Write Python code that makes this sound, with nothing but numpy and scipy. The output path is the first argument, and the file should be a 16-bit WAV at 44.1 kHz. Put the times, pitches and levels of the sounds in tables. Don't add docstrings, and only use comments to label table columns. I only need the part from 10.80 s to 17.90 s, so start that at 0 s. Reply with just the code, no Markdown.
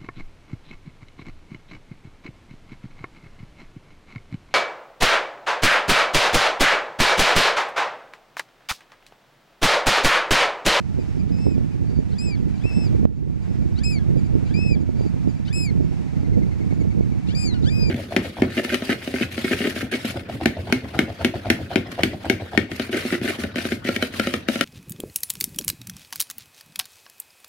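import sys
import numpy as np
from scipy import signal
from scipy.fft import rfft, irfft
from scipy.io import wavfile
from scipy.ndimage import uniform_filter1d

SR = 44100
rng = np.random.default_rng(int(sys.argv[2]) if len(sys.argv) > 2 else 0)


def materialize(psi):
    bounded = np.clip(np.atleast_2d(psi).T, -1, 1)
    quanta = np.round(bounded * 32767).astype(np.int16)
    wavfile.write(sys.argv[1], SR, quanta)


N = 313110
TIME = np.arange(N) / SR

# centre in Hz, width in Hz, gain in dB.
THROAT_RESONANCES = [(1990, 1500, 0), (3850, 2650, 1), (7260, 4100, -17)]
# frequency in Hz, left minus right in dB, left phase lead in radians.
MIC_BEARINGS = [
    [(1500, 6, 1.2), (2500, 10, 1.9), (3600, 5, .6), (5100, 1.7, -.3), (7600, 2.5, 1.4), (10200, -.5, 1.6),
     (12800, 2, 2.2)],
    [(1500, 6, 2.2), (2450, 9, 3.3), (3600, 8, 1.8), (4900, 9.3, 1.6), (7400, 6.5, 2.6), (9900, 2, 3.0),
     (12400, 1, 3.9)],
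    [(2300, 10, 2.5), (4600, 7, .2), (7100, 7, 1.7)],
]
# time in seconds, peak pressure,
# half width in seconds, rise of the wind around it in dB.
MIC_EDDIES = [(.19, 0.38, 0.0011, 3), (0.6681, -.95, .00085, 6.5), (0.7807, -0.73, .0012, 2.5),
              (1.19, 0.93, 0.0016, 4.5), (1.855, 0.74, 0.0012, 5), (1.9803, .35, 0.0012, 7.5),
              (2.232, .3, 0.00092, 1.5), (3.3057, 0.64, 0.0015, 1), (3.5538, 1, 0.0014, 6.5),
              (3.791, 0.58, 0.0011, 0.5), (3.921, 0.93, 0.0021, 1.5), (4.092, 0.58, 0.0012, 4.5),
              (4.2102, -0.59, .0011, 4.5), (4.264, -.4, 0.00098, 6.5), (4.475, 0.77, 0.0012, 7.5),
              (5.5794, 0.5, 0.0011, 2.5), (5.926, 0.42, .0008, 3), (6.209, 1, 0.0013, 1)]


def near_birds(break_hz=2200):
    # time in seconds, pitch in Hz.
    pitch_curves = [
        [(0.52, 2495), (0.544, 2539), (0.578, 2533), (0.606, 2622), (0.638, 2625), (0.71, 2557), (0.742, 2459),
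         (0.757, 2374)],
        [(1.384, 2420), (1.418, 2550), (1.456, 2627), (1.474, 2510), (1.498, 2507), (1.544, 2230),
         (1.554, 2233)],
        [(1.837, 2454), (1.873, 2676), (1.895, 2665), (1.921, 2548), (1.939, 2626), (1.997, 2628),
         (2.033, 2586), (2.057, 2520), (2.08, 2291)],
        [(3.035, 2400), (3.055, 2600), (3.081, 2515), (3.109, 2606), (3.123, 2460), (3.137, 2420),
         (3.175, 2163), (3.186, 2190)],
        [(3.74, 2354), (3.78, 2490), (3.786, 2560), (3.826, 2590), (3.876, 2590), (3.932, 2450), (3.942, 2340),
         (3.952, 2340)],
        [(4.728, 2460), (4.736, 2500), (4.758, 2593), (4.832, 2540), (4.85, 2474), (4.88, 2190), (4.904, 2130)],
        [(6.55, 2330), (6.574, 2444), (6.604, 2470), (6.648, 2440), (6.718, 1995), (6.73, 1975), (6.742, 1920)],
        [(6.898, 2319), (6.932, 2474), (6.978, 2550), (6.998, 2481), (7.026, 2487), (7.1, 2345)],
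    ]
    whistle_colours = [(-52, -2, -10.5, -3, 4, -3, 0), (-41, 0, -9, -10, 3, -9, 0),
                       (-42.5, -6.5, -8.5, -2, -11.5, 22, 0), (-36.5, -0.5, -8.2, 3, 0, -1, 0),
                       (-35.5, -6, -12.5, 1, -2, -2.5, 0), (-35, -2, -3.5, -8, 1, -3, 0),
                       (-40, 8.5, -7, -5, -4, 7, 1), (-37, -1, -11, 14, 0.5, 3, 1)]
    # lead-in in seconds, levels of creak, rising voice
    # and sigh in dB, tilt in dB per harmonic.
    low_register = [(0.046, -51, -70, -64, 0), (.1, -46.5, -55, -53, -1), (0.083, -54, -51.5, -59, 0),
                    (0.086, -42, -50, -48.5, -7.5), (.095, -46.5, -49, -52.5, -4),
                    (0.082, -39, -46.5, -60, -5), (.085, -36, -45, -41.5, -5), (.08, -38, -32, -60, 0)]
    out = np.zeros((2, N))
    for curve, (*colour, bearing), low in zip(pitch_curves, whistle_colours, low_register):
        lead_s, creak_db, rise_db, sigh_db, tilt_db = low
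        (start, _), (end, end_hz) = curve[0], curve[-1]
        add(out, *lead_in(start, lead_s, creak_db, rise_db, tilt_db, bearing))
        add(out, *whistle(curve, *colour, bearing))
        add(out, *sigh(end, min(end_hz, break_hz), sigh_db, tilt_db, bearing))
    return out


def whistle(curve, db, second_db, slope_db, shrill_db, swell_db, opening_db, bearing,
            jump=.1, jump_s=.0014, effort_db_per_oct=26, dull_db_per_oct=140):
    times, pitch = np.transpose(curve)
    t = np.arange(times[0] - .001, times[-1] + .0015, 1 / SR)
    leap = 1 - jump * (np.exp((t[0] - t) / jump_s) + np.exp((t - t[-1]) / jump_s))
    held_hz = uniform_filter1d(np.interp(t, times, pitch), size=600)
    hz = leap * held_hz * (1 + .002 * drift(len(t), 160))
    progress = np.linspace(-.5, .5, len(t))
    sunk_oct = np.log2(held_hz.max() / held_hz)
    effort_db = db + swell_db * progress - effort_db_per_oct * sunk_oct
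    overtone_db = second_db + opening_db * progress
    dull_db = dull_db_per_oct * np.maximum(sunk_oct - .12, 0)
    lifts_db = [0, 0, shrill_db, shrill_db - 10]
    upper_db = [overtone_db + slope_db * k + lift - dull_db for k, lift in enumerate(lifts_db, 1)]
    gains = []
    for k, colour_db in enumerate([0, overtone_db] + upper_db, 1):
        waver_db = .75 * drift(len(t), 90) + k * drift(len(t), 11.5)
        gains.append(amp(effort_db + colour_db + waver_db))
    return t[0], voice(hz, gains, bearing) * fade(t, .002, .0013)


def lead_in(end, length, creak_db, rise_db, tilt_db, bearing, from_hz=1060, to_hz=1830, flutter_db=4.5):
    t = np.arange(end - length, end + .0011, 1 / SR)
    progress = np.linspace(0, 1, len(t))
    hz = from_hz + (to_hz - from_hz) * progress ** .8
    creak_hz = hz / 2 * (1 + .018 * drift(len(t), 45))
    gains = throat(creak_hz, count=14)
    gains[::2] *= amp(-8)
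    gains *= amp(flutter_db * np.array([drift(len(t), 110) for _ in gains]))
    roughness = .21 + .37 * np.exp(-((progress - .55) / .09) ** 2)
    creak = voice(creak_hz, gains, bearing) + roughness * rasp(creak_hz, bearing)
    creak *= amp(creak_db - 26 * abs(progress - .5)) * fade(progress, .14, .82)
    swell = amp(rise_db - 2) * fade(progress, .75, .03) ** 4
    clean_hz = hz * (1 + .01 * drift(len(t), 200))
    clean = voice(clean_hz, throat(hz, count=5, tilt_db=tilt_db) * swell, bearing)
    return t[0], creak + clean


def sigh(start, pitch_hz, db, tilt_db, bearing, length=.056, drop=.79, sag=.13,
         decay_db=13, crack_db=-6, crack_s=.011):
    t = np.arange(0, length, 1 / SR)
    hz = drop * pitch_hz * (1 - sag * t / length) * (1 + .012 * drift(len(t), 150))
    decay = amp(1.5 * drift(len(t), 120) - decay_db * t / length)
    tone = voice(hz, throat(hz, count=5, tilt_db=tilt_db) * decay, bearing)
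    crack = rasp(hz / 2, bearing) * amp(crack_db) * np.exp(-t / crack_s)
    return start, amp(db) * (tone + crack) * fade(t, .001, .015)


def voice(hz, levels, bearing):
    phase, out = 2 * np.pi * np.cumsum(hz) / SR, 0
    for k, level in enumerate(levels, 1):
        side_db, lead = read(MIC_BEARINGS[bearing], k * hz)
        pair = np.array([amp(side_db) * np.sin(k * phase + lead), np.sin(k * phase)])
        out = out + 2 * level * (k * hz < SR / 2) * pair / np.sqrt(1 + amp(side_db) ** 2)
    return out


def throat(hz, count, tilt_db=0):
    k = np.arange(1, count + 1)[:, None]
    gains = amp(tilt_db * k) * sum(amp(db) / (1 + (2 * (k * hz - centre) / width) ** 2) ** 2
                                   for centre, width, db in THROAT_RESONANCES)
    return gains / np.sqrt((gains ** 2).sum(0))


def rasp(hz, bearing):
    cycles = np.cumsum(hz * (1 + .23 * drift(len(hz), 590))) / SR
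    slaps = np.diff(np.floor(cycles), prepend=0) * amp(5 * drift(len(hz), 600))
    bins_hz = np.fft.rfftfreq(len(hz), 1 / SR)
    rung = rfft(slaps) * sum(amp(db) / (1 + 2j * (bins_hz - centre) / width) ** 2
                             for centre, width, db in THROAT_RESONANCES)
    side_db, lead = read(MIC_BEARINGS[bearing], bins_hz)
    return unit(irfft(np.array([rung * amp(side_db) * np.exp(1j * lead), rung]), len(hz)))


def trill(count=13, start_s=5.272, gap_s=.082, slowing_s=.0023, from_hz=2050, step_hz=23.2):
    middle_db = [-47, -62, -67]
    out = np.zeros((2, N))
    for n, place in enumerate(np.linspace(-1, 1, count)):
        start = start_s + gap_s * n + slowing_s * n ** 2 / 2
        levels_db = np.array(middle_db) - 6.5 * place ** 2
        add(out, start, far_note(from_hz + step_hz * n, levels_db, length=.03))
    return out


def flock(faint_per_s=2.2, faint_hz=2340, faint_db=-66.5):
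    # start in seconds, pitch in Hz, level in dB, slope in dB per harmonic.
    pips = [(.19, 2460, -52.5, -6), (.388, 2450, -52, -6.5), (.91, 2490, -54, -11), (1.732, 2400, -54, -8),
            (2.613, 2384, -59, -4), (2.812, 2390, -58, -7), (3.368, 2408, -53, -3.5),
            (3.439, 2410, -56.5, -2), (3.649, 2410, -52.5, -7), (3.992, 2372, -59.5, -3),
            (4.186, 2370, -62, 0), (4.255, 2312, -55, -4.5), (4.479, 2408, -54, -4), (4.55, 2384, -58, -5),
            (5.396, 2390, -57.5, -8), (5.654, 2360, -57, -8), (5.922, 2420, -60, -3), (5.994, 2320, -64, 2)]
    # start in seconds, length in seconds, pitch in Hz, level in dB.
    thin_whistles = [(0.22, .21, 2680, -69), (1.036, 0.18, 2320, -61.5), (2.657, .17, 2570, -70),
                     (4.15, .165, 2350, -58), (4.998, 0.21, 2720, -67)]
    thin_colour = [-2.5, -0.5, -18]
    out = np.zeros((2, N))
    for start, hz, db, slope_db in pips:
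        add(out, start, far_note(hz, db + slope_db * np.arange(3)))
    for start, length, hz, db in thin_whistles:
        add(out, start, far_note(hz, db + np.array(thin_colour), length, droop=.16, top=.52, waver_db=2.5))
    for when, high, loud in rng.random((round(faint_per_s * N / SR), 3)):
        levels_db = np.full(3, faint_db + 2 * (2 * loud - 1))
        add(out, when * N / SR, far_note(faint_hz + 50 * (2 * high - 1), levels_db))
    return out


def far_note(pitch_hz, levels_db, length=.04, droop=.2, top=.3, waver_db=1):
    progress = np.linspace(0, 1, int(length * SR))
    hz = pitch_hz * (1 - droop * (progress - top) ** 2) * (1 + .0026 * drift(len(progress), 120))
    gains = [amp(db + waver_db * drift(len(progress), 50)) for db in levels_db]
    return voice(hz, gains, bearing=2) * fade(progress, .25, .29)


def sand_scatter(birds, wet_db=-31, t60_s=.32):
    t = np.arange(SR // 2) / SR
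    tail = rng.standard_normal((2, len(t))) * amp(-60 * t / t60_s) * (t > .006)
    tail /= np.linalg.norm(tail, axis=1, keepdims=True)
    return amp(wet_db) * signal.fftconvolve(birds, tail, axes=1)[:, :N]


def wind(surge_db=1.5, eddy_gust_s=.019, left_share=.46, left_own_db=-16):
    # time in seconds, rms level in dB.
    wind_curve = [(0, -21), (.5, -17.5), (.8, -16), (.9, -20.5), (1.1, -17.5), (1.36, -19.5), (1.74, -18),
                  (1.92, -19), (2.12, -14), (2.2, -16), (2.45, -17.5), (2.86, -19.5), (3.38, -13),
                  (3.48, -18), (3.7, -19), (3.9, -13.5), (4.05, -18.5), (4.55, -21.5), (4.9, -16.5),
                  (5.14, -17.5), (5.3, -22), (5.62, -14.5), (5.76, -21), (5.98, -16.5), (6.45, -18.5),
                  (7.1, -15.5)]
    force_db = np.interp(TIME, *np.transpose(wind_curve)) + surge_db * drift(N, 9.1)
    force_db += sum(rise_db * np.exp(-((TIME - s) / eddy_gust_s) ** 2) for s, *_, rise_db in MIC_EDDIES)
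    force = amp(force_db)
    pressure = force * turbulence(force_db) + buffet()
    for s, peak, width, _ in MIC_EDDIES:
        near = slice(int((s - .03) * SR), int((s + .03) * SR))
        offset = (TIME[near] - s) / width
        core = 1 / (1 + offset ** 2)
        pressure[near] = pressure[near] * (1 - core) + peak * (1 - offset ** 2) * core ** 2
    left = -left_share * pressure + amp(left_own_db) * force * turbulence(force_db)
    return np.array([left, pressure])


def turbulence(force_db, split_hz=330, brighten=.75, wake_db=5, wake_s=.0053):
    # frequency in Hz, relative spectral level in dB.
    rumble = [(10, -35), (25, -12.5), (55, -2), (95, 2), (200, -2.5), (300, -9.5), (420, -17), (600, -29),
              (900, -43), (1500, -82), (4000, -81)]
    hz = np.fft.rfftfreq(N, 1 / SR)
    spectrum = rfft(rng.standard_normal(N)) * amp(read(rumble, hz)[0])
    low = irfft(spectrum / (1 + (hz / split_hz) ** 4), N)
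    high = irfft(spectrum, N) - low
    lumps = 2 * np.tanh(drift(N, 47.6) / 2)
    wakes = np.minimum(sum(1 / (1 + ((TIME - s) / wake_s) ** 2) for s, *_ in MIC_EDDIES), 1)
    high_db = 6.5 * lumps + brighten * force_db + wake_db * wakes
    flow = low * unit(amp(2 * lumps)) + high * unit(amp(high_db))
    power = uniform_filter1d(uniform_filter1d(flow ** 2, size=3000), size=3000)
    return flow / np.sqrt(power + 1e-20)


def buffet(at_s=2.2548, strength=7.6, width_s=.0011):
    offset = (TIME - at_s) / width_s
    return strength * offset / (1 + offset ** 2) ** 2


def surf(level_db=-48.5, swell_db=1.05, flicker_db=.73):
    # frequency in Hz, relative spectral level in dB.
    wash_spectrum = [(60, -0.5), (300, -1.5), (750, 8.5), (1150, 0), (1700, -0.5), (2400, 0.5), (3200, -8),
                     (4500, -9.5), (6000, -11.5), (7500, -15), (10000, -21), (13000, -29.5), (15800, -34)]
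    # frequency in Hz, correlation from -1 to 1, left minus right in dB.
    stereo_image = [(200, -0.61, 14), (704, 0.24, -2), (1320, 0.44, -2.5), (2500, -0.016, -0.5),
                    (4400, 0.43, 3.5), (7000, 0.27, -3), (15000, -0.27, 2)]
    hz = np.fft.rfftfreq(N, 1 / SR)
    left, independent = rfft(rng.standard_normal((2, N)))
    likeness, side_db = read(stereo_image, hz)
    right = likeness * left + np.sqrt(1 - likeness ** 2) * independent
    pair = np.array([left * amp(side_db / 2), right * amp(-side_db / 2)])
    wash = unit(irfft(pair * amp(read(wash_spectrum, hz)[0]), N))
    return wash * amp(level_db + swell_db * drift(N, 1.9) + flicker_db * drift(N, 27))


def amp(db):
    return 10 ** (np.asarray(db) / 20)


def unit(x):
    return x / np.sqrt(np.mean(x ** 2) + 1e-20)


def read(table, hz):
    row_hz, *columns = np.transpose(table)
    return [np.interp(np.log(hz + 1), np.log(row_hz + 1), column) for column in columns]


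def drift(size, rate_hz):
    padded = size + SR // 4
    hz = np.fft.rfftfreq(padded, 1 / SR)
    return unit(irfft(rfft(rng.standard_normal(padded)) * np.exp(-(hz / rate_hz) ** 2)))[:size]


def fade(t, rise, fall):
    return np.sin(np.pi / 2 * np.clip((t - t[0]) / rise, 0, 1) * np.clip((t[-1] - t) / fall, 0, 1)) ** 2


def add(mix, start_s, sound):
    part = mix[:, max(round(start_s * SR), 0):][:, :sound.shape[1]]
    part += sound[:, :part.shape[1]]


def scene():
    weather = surf() + wind()
    birds = near_birds() + trill() + flock()
    return birds + sand_scatter(birds) + weather


def record(dry, recover_db_per_s=18, attack_s=.00046, edge_hz=15850):
    over_db = np.maximum(20 * np.log10(abs(dry).max(0) + 1e-9), 0)
    recovery_db = recover_db_per_s * TIME
    held_db = np.maximum.accumulate(over_db + recovery_db) - recovery_db
    lag = np.exp(-1 / (attack_s * SR))
    duck_db = signal.lfilter([1 - lag], [1, -lag], held_db)
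    limited = np.clip(dry * amp(-duck_db), -1, 1)
    lowpass = signal.firwin(511, edge_hz, window=("kaiser", 9), fs=SR)
    return signal.oaconvolve(limited, lowpass[None], "same")


dry = scene()
out = record(dry)
materialize(out)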